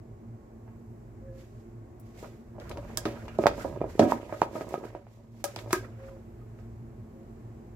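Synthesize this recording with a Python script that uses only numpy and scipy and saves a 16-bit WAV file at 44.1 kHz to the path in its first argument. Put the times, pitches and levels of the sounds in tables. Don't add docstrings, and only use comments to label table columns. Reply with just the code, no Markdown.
import sys
import numpy as np
from scipy import signal
from scipy.fft import rfft, irfft, next_fast_len
from scipy.io import wavfile
from scipy.ndimage import uniform_filter1d

SR = 44100
rng = np.random.default_rng(int(sys.argv[2]) if len(sys.argv) > 2 else 0)


def log_audio(samples):
    frames = np.atleast_2d(samples).T
    limited = np.clip(frames, -1, 1)
    pcm = np.round(limited * 32767).astype(np.int16)
    wavfile.write(sys.argv[1], SR, pcm)


N = 342152

# frequency in Hz, relative level in dB,
# decay time t60 in seconds before damping and panel alter it.
TUB_MODES = [(103, -2, 0.12), (154, -10.5, 0.063), (237.3, -5, 0.14), (277.5, -6, 0.098),
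             (326.6, -2.5, 0.096), (369.7, -4.5, 0.094), (433.4, -2.5, 0.08), (453, -8, 0.084),
             (508, -18, 0.098), (569, -2.5, 0.18), (622, -2, 0.16), (700, -8, 0.035), (731, -9.5, 0.21),
             (814, 2, 0.035), (949, 5, 0.06), (1090, -12.5, 0.06), (1250, -2.5, 0.14), (1390, -23, 0.025),
             (1628, -7.5, 0.22), (1810, -11.5, 0.1), (1915, -12.5, 0.11), (2120, -15, 0.16),
             (2200, -17, .08), (2383, -5, 0.11), (2630, -10.5, 0.1), (2954, -9.5, 0.12)]
PORTS_M, LAG_S = 0.14, .00007


def undb(db):
    return 10 ** (np.asarray(db) / 20)


def level(x, db):
    return x * undb(db) / np.sqrt(np.mean(x ** 2))


def curve(rows):
    s, *columns = np.transpose(rows)
    return [np.interp(np.arange(N) / SR, s, c) for c in columns]


def on_log(hz, table):
    f, values = np.transpose(table)
    return np.interp(np.log(np.maximum(hz, 1)), np.log(f), values)


def decay(t, t60):
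    return np.exp(-np.log(1000) * t / t60)


def ring(hz, t60, size=8000):
    t = np.arange(size) / SR
    return decay(t, t60) * np.sin(2 * np.pi * hz * t)


def diffuse(gain_of_hz, size=N, ports_m=PORTS_M):
    n = next_fast_len(size)
    hz = np.arange(n // 2 + 1) * SR / n
    alike = np.sinc(2 * hz * ports_m / 343)
    noise = rfft(rng.standard_normal((2, n)))
    mid, side = noise * gain_of_hz(hz) * np.sqrt([1 + alike, 1.001 - alike])
    return irfft(np.array([mid + side, mid - side]), n)[:, :size]


def walk(rate):
    k = int(SR / rate)
    held = np.repeat(rng.standard_normal(N // k + 1), k)
    return 1.3 * uniform_filter1d(uniform_filter1d(held, k), k)[:N]


def add(out, s, sound, pan_db):
    sound = np.broadcast_to(sound, (2, np.shape(sound)[-1]))
    for c in range(2):
        i = int((s + (1 - c) * LAG_S) * SR)
        out[c, i:i + sound.shape[1]] += (sound[c] * undb((.5 - c) * pan_db))[:N - i]


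def thumps():
    # start in seconds, dent peak in dB, contact pitch in Hz,
    # contact t60 in seconds, rap in dB, relative wall ring in dB, struck panel in Hz, left minus right in dB.
    blows = [(.678, -47.5, 880, .03, -10, -8, 950, -8), (2.2276, -27.5, 473, .012, -25, -12.5, 515, 0),
             (2.2453, -38, 715, .009, 0.5, -9, 438, -8), (2.5822, -32.5, 726, .009, -32, -7.5, 560, -1),
             (2.713, -31, 593, 0.01, 1, -9, 447, 2), (2.773, -34.5, 650, 0.0075, 1.5, -1, 462, 3),
             (2.8974, -33.5, 434, .018, -9, -8.5, 487, -3), (2.9747, -36, 945, 0.0081, 5, 1, 890, -4),
             (3.0548, -18, 342, 0.04, -1.5, -7, 350, -3.5), (3.183, -35.5, 450, .015, -9, -12, 474, 2),
             (3.238, -41.5, 401, 0.03, -18, -8, 400, -4), (3.2807, -38.5, 950, .009, 0, -0.5, 1300, 8),
             (3.388, -10, 637, 0.021, -44, -16.5, 333, -5), (3.3925, -15, 420, .03, -46, -16.5, 330, -5),
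             (3.4382, -13.5, 580, .009, -8.5, -16.5, 720, -7),
             (3.458, -2.5, 735, 0.009, -28, -18.5, 626, -7), (3.468, -6.5, 617, 0.02, 2, -25.5, 810, -9.5),
             (3.4725, -13.5, 880, .025, -20, -15, 600, -8), (3.513, -31, 650, .009, -6, -19, 650, -11),
             (3.578, -42, 510, 0.01, -13, -3, 576, 9), (3.6484, -17.5, 620, .011, -42, -10, 393, -5),
             (3.773, -25, 430, 0.016, -20, -31, 340, -6), (3.8148, -11, 545, 0.0079, -24, -23, 490, -4),
             (3.8416, -17, 596, 0.0045, -41, -18.5, 420, -2), (3.9526, -26.5, 418, .022, -19, -36, 370, -1),
             (3.9947, 0.5, 620, 0.012, -22, -13.5, 270, -5.5), (4.021, -14.5, 585, .14, -30, -12, 600, -6),
             (4.029, -12.5, 271, 0.11, -40, -15, 270, -3), (4.05, -18.5, 259, 0.11, -42.5, -12, 270, -4),
             (4.075, -24, 300, .14, -30, -8.5, 580, -4), (4.121, -7.5, 960, 0.014, -23, -24, 536, -6.5),
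             (4.2934, -43, 550, .009, -17, 1.5, 510, 0), (4.3251, -20, 650, .009, -12.5, -10, 537, -2),
             (4.418, -4.5, 888, 0.012, -13, -24, 634, -6.5), (4.4295, -21.5, 560, 0.03, -4, -14, 600, -7),
             (4.5214, -44, 550, .009, -9, -18, 520, -3), (4.5535, -21, 536, 0.006, -19, -9, 590, -3),
             (4.5789, -32, 680, 0.0082, -13, -6.5, 460, 4), (4.6097, -22, 607, 0.0037, -8.5, -12, 604, -5),
             (4.6175, -29, 600, 0.0097, -7, -12, 600, -3), (4.694, -38, 550, .009, -6, -12, 550, -5),
             (4.7275, -29, 460, 0.012, -27, -17, 606, 1),
             (4.7408, -15, 714, 0.013, -12.5, -16.5, 546, -5.5), (4.778, -24, 426, 0.022, -18, -30, 490, 0),
             (4.8294, -30, 390, .03, -34, -14.5, 470, 0), (4.8391, -29, 620, .009, -13, -11.5, 500, -13),
             (4.852, -27, 447, 0.022, -10, -22, 545, -2), (4.95, -23.5, 694, 0.0038, -17, -16, 438, -5.5),
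             (5.068, -40, 724, .009, -10, -27, 360, -4), (5.4415, -21.5, 730, 0.01, -4.5, -3.5, 780, -3.5),
             (5.5635, -27, 780, 0.012, -5, -15, 520, -1), (5.591, -37, 560, .009, 5, -12, 480, -4),
             (5.671, -41, 620, .009, -20, 1, 597, 1), (5.707, -29.5, 720, 0.012, -6, -8, 1090, -5),
             (5.7308, -15, 362, 0.068, 7.5, -4.5, 1370, 1.5), (5.745, -38, 1600, .02, -6, 2, 1300, -4),
             (6.589, -47, 567, .009, -4, -7, 353, -12)]
    rap_hz = [1230, 2450]
    panel_ref_hz, panel_slope = 487, 1.59
    grip_damp_hz = 1800.
    flutter_hz, flutter_depth = 60, .9
    chatter_share = .18
    knock_db, knock_t60_s, knock_sharpness = -10, 0.021, 2.3
    mode_pan_spread_db = 8
    size = 8000
    t = np.arange(size) / SR
    out, (hz, mode_db, t60) = np.zeros((2, N)), np.transpose(TUB_MODES)
    chance = rng.standard_normal((len(blows), 3, len(hz)))
    low = 1 / (1 + (hz / 390.0) ** 2)
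    bright = signal.butter(1, [1000., 2800.], "band", fs=SR, output="sos")
    for row, (weigh, detune, aim) in zip(blows, chance):
        s, db, contact_hz, contact_t60, rap_db, ring_db, ring_hz, pan_db = row
        stretch = (panel_ref_hz / ring_hz) ** panel_slope

        reach = (1 + (0.71 * (hz / ring_hz - ring_hz / hz)) ** 2) ** -.7
        gains = undb(mode_db + 1.5 * weigh) * reach * np.sign(detune)
        gains = gains * 2 * undb(ring_db) / np.sqrt(np.sum(gains ** 2))
        mode_t60 = t60 * stretch ** low / (1 + (hz / grip_damp_hz) ** 2)
        modes = ring((hz * (1 + 0.0027 * detune))[:, None], mode_t60[:, None])
        slow_noise = rng.standard_normal((len(hz), int(2 * flutter_hz * size / SR)))
        flutter = signal.resample(slow_noise, size, axis=1)
        depth = flutter_depth * (1 - .8 * low * min(stretch / 2, 1))[:, None]
        fluttering = modes * (1 + depth * flutter) / np.hypot(1, depth)

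        halves = np.array([[.5], [-.5]])
        aimed = gains * undb(halves * (mode_pan_spread_db * aim + 0.6 * pan_db) * (1.5 - low))
        walls = aimed @ fluttering

        strikes = (rng.random(size) < 260 / SR) * rng.standard_normal(size)
        chatter = strikes * np.exp(-t / (0.023 * stretch))
        again = walls + chatter_share * signal.fftconvolve(walls, chatter[None], axes=1)[:, :size]
        walls = again * np.std(modes.T * gains) * np.sqrt(len(hz)) / np.std(again)
        rattle = signal.sosfilt(bright, rng.standard_normal(size))
        rattle = rattle * np.exp(-t / (0.028 * stretch)) * undb(-16.5)

        near = undb(mode_db) / (1 + (knock_sharpness * (hz / contact_hz - contact_hz / hz)) ** 2)
        knock = near / np.sqrt(np.sum(near ** 2)) @ ring(hz[:, None], knock_t60_s)
        push = np.hanning(int(.6 * SR / contact_hz) + 3)
        contact = ring(contact_hz, contact_t60) + undb(knock_db) * knock
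        dent = np.convolve(contact, -push / push.sum())[:size]
        rap = ring(rap_hz[0], 0.006) - .5 * ring(rap_hz[1], 0.0041) + rattle
        add(out, s, undb(db) * (dent / np.abs(dent).max() + undb(rap_db) * rap), pan_db)
        add(out, s, undb(db) * walls * np.minimum(t / 0.0053, 1), 0.2 * pan_db)
    return signal.sosfilt(signal.butter(2, 140., "high", fs=SR, output="sos"), out)


def tumble(rate=110, scatter_db=5.0, damp=.45, soft_hz=650.):
    # time in seconds, level in dB.
    rolling = [(2.56, -53), (2.62, -52), (2.7, -46.5), (2.9, -51.5), (3.2, -51.5), (3.42, -63),
               (3.6, -39.5), (4.1, -48), (4.4, -48.5), (4.78, -40.5), (4.95, -64), (5.35, -63.5),
               (5.66, -48), (5.76, -52), (5.95, -61)]
    sizes_db = scatter_db * np.minimum(rng.exponential(size=(4, N)), 2.5)
    bumps = (rng.random((4, N)) < rate / 4 / SR) * undb(sizes_db)
    hz, mode_db, t60 = np.transpose(TUB_MODES)[:, :, None]
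    drive = undb(mode_db) / (1 + (hz / soft_hz) ** 3) * hz / (hz + 250)
    signs = np.sign(rng.standard_normal((4, len(hz))))
    spots = signs @ (drive * ring(hz, damp * t60))
    rolls = signal.oaconvolve(bumps, spots, axes=1)[:, :N]
    db, = curve([(rolling[0][0] - .1, -110)] + list(rolling) + [(rolling[-1][0] + .1, -110)])
    spot_gains = np.array([[.5, 0.36, 0.81, 0.41], [1.2, 0.93, 0.68, 1]])
    return level(spot_gains @ rolls, 0) * undb(db)


def slide():
    # loudest time in seconds, swell in seconds,
    # fade in seconds, hiss level in dB, dull scrape level in dB.
    strokes = [(.69, 0.02, 0.17, -87, -64), (1.4, 0.091, 0.17, -62.5, -66), (1.6, 0.14, 0.082, -72, -81),
               (2.061, .08, 0.47, -69.5, -69), (2.19, 0.057, 0.22, -56, -55), (2.24, 0.12, 0.13, -63, -61),
               (2.61, 0.035, 1, -64, -52), (2.92, 0.31, 0.16, -64, -52), (3.09, 0.28, 0.88, -60.5, -49.5),
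               (3.43, 0.043, 0.027, -48.5, -45), (3.61, 0.13, .17, -50, -47),
               (3.9, 0.054, 0.56, -58.5, -52.5), (4.028, 0.033, 0.046, -43, -39),
               (4.113, 0.06, 0.075, -44, -38), (4.43, 0.59, 0.077, -58, -49), (4.56, 0.065, 0.11, -53, -68),
               (4.62, 0.19, 0.069, -55.5, -46.5), (4.73, 0.1, 0.12, -53.5, -56),
               (4.851, 0.058, 0.19, -61, -49), (5.14, 0.15, 0.23, -69.5, -85.5),
               (5.42, 0.18, 0.025, -65.5, -76), (5.48, 0.034, 0.13, -55, -50.5),
               (5.6, 0.11, 0.093, -54, -52), (5.757, 0.065, 0.055, -42, -39), (5.84, .1, 0.14, -63.5, -52),
               (6.069, 0.19, 0.21, -65.5, -57.5), (6.59, 0.027, 0.083, -71, -63)]
    # frequency in Hz, relative level in dB per Hz.
    hiss_tone = [(1180, -18), (2000, -1.5), (3010, -7.5), (7510, -8), (8780, -17.5), (9490, -16),
                 (13100, -12.5), (15200, -21), (16000, -28.5)]
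    # frequency in Hz, relative level in dB per Hz.
    scrape_tone = [(600, 0), (900, -6.5), (1500, -6), (2400, -12.5), (3200, -23), (4500, -37.5)]
    span_db = 20
    step = 44
    s, swell_s, fade_s, hiss_db, scrape_db = np.transpose(strokes)
    late = np.arange(0, N, step)[:, None] / SR - s
    power = undb(-2 * span_db * np.maximum(late / fade_s, -late / swell_s))

    def gain(db):
        return np.repeat(np.sqrt(power @ undb(2 * db)), step)[:N]

    hiss = diffuse(lambda hz: undb(on_log(hz, hiss_tone))) * undb(1.14 * walk(120))
    scrape = 0
    for centre in 500 * 2 ** np.arange(0, 3.5, .5):
        band = diffuse(lambda hz: undb(on_log(hz, scrape_tone) - 13 * np.log2((hz + 1) / centre) ** 2 * 4.3),
                       ports_m=0.1)
        scrape = scrape + band * undb(3.5 * walk(25))
    scrape = scrape * undb(3.0 * walk(90))
    to_right = undb(np.array([[-1.5], [1.5]]))
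    return (level(hiss, 0) * gain(hiss_db) + level(scrape, 0) * gain(scrape_db)) * to_right


def ticks():
    # start in seconds, level in dB, colour in Hz,
    # left minus right in dB, sizzle relative to the burst in dB.
    hard_ticks = [(1.998, -53, 12900, 3, 4), (2.6, -41, 2600, 1, -7), (2.6946, -34, 4600, 5, -9),
                  (2.714, -41.5, 2580, -5, 1), (2.7735, -41, 2610, -4, -9),
                  (2.9731, -10.5, 7200, -6.5, -12), (3.0536, -36.5, 2430, -1, 9),
                  (3.2817, -45.5, 2920, 1, 0.5), (3.386, -41.5, 3490, -4.5, -3),
                  (3.468, -8.5, 2460, 5.5, -24), (3.9937, -25, 3330, -0.5, 3), (4.121, -35, 7350, 0, -16),
                  (4.417, -25.5, 2920, -4.5, -23), (4.69, -45, 7060, -5, -1.5),
                  (5.4413, -18.5, 6200, -2, -3), (5.5616, -27, 3120, -1, -7.5), (5.589, -32, 2800, 1, -8),
                  (5.7085, -36, 2730, 4, 0), (5.7265, -23, 9000, 5, -14), (5.7299, -11.5, 6900, -4, -10.5)]
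    tick_t60_s, sizzle_t60_s, sharpness = 0.0052, 0.079, 1
    click_cycles, click_db = 1.8, 7.5
    out, t = np.zeros((2, N)), np.arange(6000) / SR
    for s, db, centre_hz, pan_db, sizzle_db in hard_ticks:
        def colour(hz):
            peak = 1 / np.sqrt(1 + (sharpness * (hz / centre_hz - centre_hz / (hz + 1))) ** 2)
            return hz / (hz + 900) * peak / np.hypot(1, (hz / centre_hz / 2.32) ** 3)

        burst = diffuse(colour, size=len(t), ports_m=0.16)
        click = undb(db + click_db) * ring(centre_hz, click_cycles / centre_hz, size=len(t))
        fade = decay(t, tick_t60_s) + undb(sizzle_db) * decay(t, sizzle_t60_s)
        add(out, s, click + level(burst, db) / np.e * fade, pan_db)
    return out


def plinks():
    # start in seconds, frequency in Hz, level in dB, t60 in seconds.
    steel_plinks = [(1.28, 1700, -65, 0.24), (1.37, 1710, -63, .1), (2.974, 1780, -37, .05),
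                    (2.974, 3300, -34, .04), (2.974, 4600, -37, .04), (3.277, 930, -45, 0.064),
                    (3.28, 2390, -52, 0.15), (3.282, 2834, -48, 0.091), (5.735, 1557, -37, 0.22),
                    (5.732, 1120, -34, 0.1), (5.735, 1645, -39.5, 0.25), (5.783, 1610, -39, .09),
                    (5.762, 369, -29, 0.13), (6.11, 996, -52, 0.11), (6.412, 1240, -53.5, 0.082)]
    out, onset = np.zeros((2, N)), np.minimum(np.arange(8000) / SR / 0.0058, 1)
    for s, hz, db, t60 in steel_plinks:
        add(out, s, undb(db) * ring(hz, t60) * onset, -1.5)
    return out


def ports(x):
    # frequency in Hz, left minus right in dB.
    port_colour = [(1500, 0.5), (4000, -2), (7000, -3), (8500, 1), (12000, 10), (16000, 0)]
    alike_below_hz = 230
    n = next_fast_len(N)
    hz, sound = np.arange(n // 2 + 1) * SR / n, rfft(x, n)
    mid, tilt_db = sound.mean(axis=0), on_log(hz, port_colour)
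    sound = mid + (sound - mid) * hz ** 2 / (hz ** 2 + alike_below_hz ** 2)
    return irfft(sound * undb(np.array([tilt_db, -tilt_db]) / 2), n)[:, :N]


def basin(x, wet_db=-13):
    # frequency in Hz, t60 in seconds.
    basin_t60 = [(300, 0.36), (1300, 0.19), (3500, 0.33), (9000, 0.25), (15000, 0.14)]
    t, tail = np.arange(13000) / SR, 0
    for hz in 150 * 2. ** np.arange(0, 7, .5):
        band = diffuse(lambda f: np.exp(-(np.log2(np.maximum(f, 1) / hz) / .3) ** 2), size=len(t))
        tail = tail + band * decay(t, on_log(hz, basin_t60))
    tail = tail * np.minimum(t / 0.004, 1)
    tail = tail * undb(wet_db) / np.sqrt(np.sum(tail ** 2) / 2)
    return x + signal.fftconvolve(x.mean(axis=0, keepdims=True), tail, axes=1)[:, :N]


def rumble():
    centre_hz, rms_db, from_s, until_s = 68.9, -47.5, 2.46, 4.2
    hump = np.interp(np.arange(N) / SR, [from_s, until_s], [0, np.pi])
    low = diffuse(lambda hz: 1 / (1 + (0.59 * (hz / centre_hz - centre_hz / (hz + 1))) ** 2))
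    return level(low * undb(3.2 * walk(6.2)), rms_db) * np.sqrt(np.abs(np.sin(hump)))


def dove():
    # start in seconds, length in seconds, pitch in Hz, level in dB.
    coos = [(1.21, 0.26, 536.6, -47.5), (1.48, 0.16, 618, -60.5), (5.96, 0.29, 541, -46),
            (7.11, 0.21, 537, -57.5)]
    out, waver, wobble = np.zeros((2, N)), walk(23.36), walk(70)
    for s, length, hz, db in coos:
        part = np.arange(int(length * SR)) / SR / length
        note = slice(int(s * SR), int(s * SR) + len(part))
        swell = np.sin(np.pi * part ** .7) ** 1.4 * undb(2.5 * waver[note])
        pitch = hz * (1 - 0.08 * (part - .45) ** 2 - 0.012 * part + 0.006 * wobble[note])
        add(out, s, undb(db) * swell * np.sin(2 * np.pi * np.cumsum(pitch) / SR), -1.5)
    return out


def kitchen():
    # frequency in Hz, width in Hz, level in dB before it wavers.
    hum = [(52, 15, -55.5), (113, 17, -48.5), (227.6, 16, -54.5), (344, 24, -60.5), (429.6, 31, -67),
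           (1090, 4.5, -75.5)]
    # frequency in Hz, relative level in dB per Hz.
    air_tone = [(12, -52), (20, -16), (117, -4), (165, -14), (224, -8), (281, -16), (351, -11), (506, -21),
                (670, -20), (1350, -34), (2200, -38.5), (3330, -49.5), (5800, -48.5), (7510, -46),
                (9410, -56.5), (12800, -50), (16500, -64)]
    air_db, left_db, left_lag_s = -50, -.8, .0003
    dip_db, dip_from_s, dip_lowest_s, dip_rising_s, dip_over_s = -5.5, 3.7, 5.06, 5.33, 5.57
    air, swell = 0, walk(0.94)
    for centre in 25 * 2. ** np.arange(0, 10):
        def band_gain(hz):
            octaves = np.log2(np.maximum(hz, 1) / centre)
            return undb(on_log(hz, air_tone)) * np.cos(np.pi / 2 * np.clip(octaves, -1, 1))

        air = air + diffuse(band_gain) * undb(.7 * swell + .9 * walk(4))
    out = level(air, air_db)
    for centre_hz, width_hz, db in hum:
        rough = diffuse(lambda hz: 1 / (1 + (2 * (hz - centre_hz) / width_hz) ** 2))
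        steady = np.sin(2 * np.pi * np.cumsum(centre_hz * (1 + 0.00605 * walk(3))) / SR)
        out = out + level(level(rough, 0) + 1.1 * steady, db) * undb(.8 * walk(5))
    out = np.array([np.roll(out[0], int(left_lag_s * SR)) * undb(left_db), out[1]])
    dip, = curve([(dip_from_s, 0), (dip_lowest_s, dip_db), (dip_rising_s, 0.92 * dip_db), (dip_over_s, 0)])
    return out * undb(dip)


def scene():
    near = ports(thumps() + ticks())
    return basin(near + tumble() + plinks() + dove()) + slide() + rumble() + kitchen()


def record(dry):
    top_hz = 16500
    dry = np.tanh(dry / .97) * .97
    dry = signal.sosfilt(signal.butter(2, 24., "high", fs=SR, output="sos"), dry)
    return signal.sosfilt(signal.ellip(10, .2, 80, top_hz, fs=SR, output="sos"), dry)


dry = scene()
out = record(dry)
log_audio(out)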